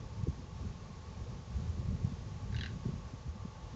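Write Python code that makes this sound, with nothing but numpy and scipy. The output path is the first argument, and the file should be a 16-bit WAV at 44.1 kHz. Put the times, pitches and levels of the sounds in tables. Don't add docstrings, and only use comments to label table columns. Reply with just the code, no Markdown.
import sys
import numpy as np
from scipy import signal
from scipy.fft import rfft, irfft
from scipy.io import wavfile
from scipy.ndimage import uniform_filter1d

SR = 44100
rng = np.random.default_rng(int(sys.argv[2]) if len(sys.argv) > 2 else 0)


def ratio_of_db(decibels):
    return 10 ** (np.asarray(decibels, float) / 20)


def dump(signal):
    limited = np.clip(np.atleast_2d(signal).T, -1, 1)
    pcm = np.round(limited * 32767).astype(np.int16)
    wavfile.write(sys.argv[1], SR, pcm)


N = 165375

# time in seconds, rumble level in dB.
GUST = [(0, -41), (.08, -47), (.2, -44), (.42, -41), (.5, -48), (.65, -42), (.9, -46), (1.1, -48.5),
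        (1.28, -42), (1.45, -49.5), (1.55, -38.5), (2.1, -40), (2.2, -44), (2.5, -40.5), (2.97, -41.5),
        (3.07, -46), (3.3, -52.5), (3.75, -44)]


def band(x, hz, width):
    return signal.lfilter(*signal.iirpeak(hz, hz / width, fs=SR), x)


def unit(x):
    return x / np.sqrt(np.mean(x ** 2))


def walk(rate):
    hold = int(SR / rate)
    steps = np.repeat(rng.standard_normal(N)[:N // hold + 1], hold)
    slewed = uniform_filter1d(uniform_filter1d(steps, hold), hold)
    return 1.26 * slewed[:N]


def shimmer(table, shared_db, flicker_db, rate):
    hz, db = np.array(table).T
    f = np.fft.rfftfreq(N, 1 / SR) + 1
    colour = ratio_of_db(np.interp(np.log(f), np.log(hz), db, left=-60, right=-60))
    centres = 20 * 2 ** (np.arange(28) / 3)
    out = 0
    for centre in centres[(centres > hz[0]) & (centres < hz[-1])]:
        share = np.cos(np.pi / 2 * np.clip(3 * np.log2(f / centre), -1, 1))
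        noise = irfft(rfft(rng.standard_normal(N)) * colour * share, N)
        out = out + noise * ratio_of_db(flicker_db * walk(rate))
    return unit(out) * ratio_of_db(shared_db)


def gust_db(t):
    return np.interp(t, *np.array(GUST).T)


def wind(t):
    # frequency in Hz, density in dB per Hz.
    rumble = [(13, -51), (22, -12.5), (59, -1), (91, 0), (188, -9), (296, -21), (360, -21), (600, -33),
              (780, -62), (1320, -120)]
    # centre in seconds, peak in dB, pitch in Hz, length in cycles.
    bumps = [(0.232, -42, 180, 2.9), (0.236, -24, 102, 0.76), (0.282, -28.5, 268, 1.57),
             (0.285, -21.5, 107, 0.63), (0.635, -49, 187, 1.5), (0.669, -33, 97, 1.5),
             (1.562, -29.5, 67.6, 2.6), (1.589, -35.5, 194, 1.46), (1.619, -36, 87, 0.51),
             (1.692, -31.5, 91.5, 2.6), (1.847, -34, 99, 2.5), (1.889, -29, 100, 1.05),
             (1.889, -34.5, 180, 1.5), (1.925, -39, 209, 2.5), (2.047, -24.5, 104.4, 1.77),
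             (2.048, -25, 159, 1.5), (2.123, -35, 197, 1.5), (2.365, -36, 97.5, 1),
             (2.509, -39.5, 184, 2.8), (2.534, -28.5, 102, 1.1), (2.56, -28, 105, 1.5),
             (2.736, -33.5, 102, 1.5), (2.86, -25, 190, 1.43), (2.868, -28.5, 91.5, 0.5),
             (2.888, -35, 187, 2.6), (2.892, -29, 148, 2.8), (2.939, -33.5, 194, 1.5),
             (2.961, -36, 178, 1.54), (3.29, -32, 72, 2), (3.455, -30.5, 195, 1.36)]
    # centre in seconds, peak in dB, pitch in Hz, length
    more_bumps = [(0.273, -32.5, 398, 1.75), (0.298, -27.5, 103.5, 1), (0.651, -46, 395, 2.9),
                  (.655, -38, 197, 3.25), (0.901, -46.5, 194, 1.9), (1.269, -50.5, 480, 7.6),
                  (1.92, -44, 420, 1.7), (2.171, -51, 396, 3.8), (3.36, -42.5, 198, 2.9),
                  (3.425, -37, 89, 1.7), (3.266, -37.5, 140, 2.4), (2.77, -38, 159, 2.7),
                  (.4, -42.5, 245, 2.7), (.635, -44, 298, 2.8), (2.045, -48, 367, 2), (2.54, -49.5, 400, 4.2),
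                  (2.858, -39, 370, 2.2), (2.889, -37.5, 360, 1.8), (3.14, -37.5, 128, 1.6),
                  (3.139, -39, 248, 2.04), (3.281, -42, 238, 1.3), (3.456, -44, 400, 1.6),
                  (3.745, -41, 240, 2.2)]
    eddy_gain_db = 0.5
    out = shimmer(rumble, gust_db(t) + 2.0 * walk(35), 0.7, 9)
    for at, db, hz, cycles in [*bumps, *more_bumps]:
        age = (t - at) * hz / np.clip(cycles, .6, 8)
        swing = np.exp(-2.8 * age ** 2) * np.sin(2 * np.pi * hz * (t - at))
        masking = 1 - 0.24 * np.exp(-2 * age ** 2)
        out = out * masking + ratio_of_db(db + eddy_gain_db) * swing
    low_cut = signal.butter(2, 32, "high", fs=SR, output="sos")
    return signal.sosfilt(low_cut, out)


def far_hiss(t):
    # frequency in Hz, density in dB per Hz.
    hiss_colour = [(300, -18), (345, -9.5), (480, -7.5), (800, -9), (1330, -14.5), (3000, -19),
                   (6500, -20.5), (9000, -22)]
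    gust = gust_db(t)
    level_db = -59 + 0.14 * (gust - gust.mean()) + .5 * walk(9.8)
    return shimmer(hiss_colour, level_db, 0.25, 4.3)


def far_drone():
    # frequency in Hz, width in Hz, level in dB.
    tones = [(480, 90, -68), (874, 76, -66.5), (1106.6, 122, -65.5)]
    throb_db = 1.4 * walk(13)
    out = 0
    for hz, width, db in tones:
        tone = band(band(rng.standard_normal(N), hz, width), hz, width)
        out = out + unit(tone) * ratio_of_db(db + throb_db + 1.3 * walk(7))
    return out


def ring(x, hz, width, db):
    return ratio_of_db(db) * band(band(x, hz, 2 * width), hz, width) * SR / width / 10


def throat_ring(x):
    # frequency in Hz, width in Hz, level in dB.
    modes = [(1560, 200, -3.5), (1800, 360, 0), (2260, 770, -6)]
    return sum((-1) ** i * ring(x, *mode) for i, mode in enumerate(modes))


def bill_ring(x, gape_hz):
    # frequency in Hz, width in Hz, level in dB.
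    modes = [(3950, 340, -1), (4600, 500, -7), (5090, 730, -8.5), (6100, 760, -9)]
    main = ring(x, gape_hz, 520, 3.5)
    return main - sum((-1) ** i * ring(x, *mode) for i, mode in enumerate(modes))


def croak(t):
    # time in seconds, effort in dB, bill brightness in dB, main bill resonance in Hz.
    shaping = [
        (2.525, -10.5, -8, 3300),
        (2.545, -3, -4, 3850),
        (2.565, -11.5, 8, 2810),
        (2.587, -5, 1, 2710),
        (2.611, 0, 1, 3330),
        (2.635, 2, -1.5, 2850),
        (2.66, 0.5, -4.5, 2780),
    ]
    # delay in seconds, drive of throat in dB, drive of bill in dB.
    slaps = [
        (0, -13, -0.5),
        (.0014, 4, 1),
        (.0027, -24, -7),
    ]
    start_s, span_s, level_db = 2.5244, .6, -33.5
    snaps, period_s, slowing_s = 7, .0186, .00064
    slap_scatter_db = 0.5
    puff_s, rasp_db, throat_rasp_db = 0.0052, -20.5, -12.5
    echo_s, echo_db, echo_bill_db = .0065, -6, -5
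    trees_t60_s, trees_delay_s, trees_db = 0.24, .005, -29
    answer_bill_db = 0.5

    when, effort, bright, gape = np.array(shaping).T
    lag, throat_db, bill_db = np.array(slaps).T
    t = t[:int(span_s * SR)]
    echo = int(echo_s * SR)
    voice = 0
    for k, chance in enumerate(rng.standard_normal((snaps, len(slaps)))):
        at = k * period_s + k ** 2 * slowing_s
        push, edge, gape_hz = (np.interp(start_s + at, when, v) for v in (effort, bright, gape))
        age = np.clip(t - at, 0, 1)
        air = rng.standard_normal((3, len(t)))

        high = ratio_of_db(rasp_db) * age / puff_s * np.exp(-(age / puff_s) ** 2) * air[0]
        low = high * ratio_of_db(throat_rasp_db)
        place = ((at + np.round(lag * gape_hz) / gape_hz) * SR).astype(int)
        low[place] += ratio_of_db(throat_db + slap_scatter_db * chance)
        high[place] += ratio_of_db(bill_db + slap_scatter_db * chance)

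        scatter = ratio_of_db(trees_db - 60 * age / trees_t60_s) * np.clip(age / trees_delay_s, 0, 1) ** 2
        low += ratio_of_db(echo_db) * np.roll(low, echo) + scatter * air[1]
        bill_echo = ratio_of_db(echo_db + echo_bill_db) * np.roll(high, echo)
        high += ratio_of_db(answer_bill_db) * (bill_echo + scatter * air[2])

        voice = voice + ratio_of_db(push) * (throat_ring(low) + ratio_of_db(edge) * bill_ring(high, gape_hz))
    start = int(start_s * SR)
    return ratio_of_db(level_db) * np.pad(voice, (start, N - start - len(t)))


def scene():
    t = np.arange(N) / SR
    return (wind(t) + far_hiss(t) + far_drone() + croak(t))[None]


def band_limit(x):
    return signal.sosfilt(signal.butter(12, 8260, fs=SR, output="sos"), x)


def record(dry):
    # frequency in Hz, width in Hz.
    gaps = [(299, 22.6), (964, 15)]
    grit_db, grit_s = -25.5, .004
    roll_off_hz, span_hz, roll_off_db, power = 6500, 2030, -34, 1.93
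    size = uniform_filter1d(np.abs(dry), int(grit_s * SR) + 1)
    mix = dry + ratio_of_db(grit_db) * size * band(rng.standard_normal(N), 7800, 5900)
    for hz, width in gaps:
        mix = signal.filtfilt(*signal.iirnotch(hz, hz / width, fs=SR), mix)
    over = np.clip((np.fft.rfftfreq(N, 1 / SR) - roll_off_hz) / span_hz, 0, 2)
    mix = irfft(rfft(mix) * ratio_of_db(roll_off_db * over ** power), N)
    return band_limit(mix)


dry = scene()
out = record(dry)
dump(out)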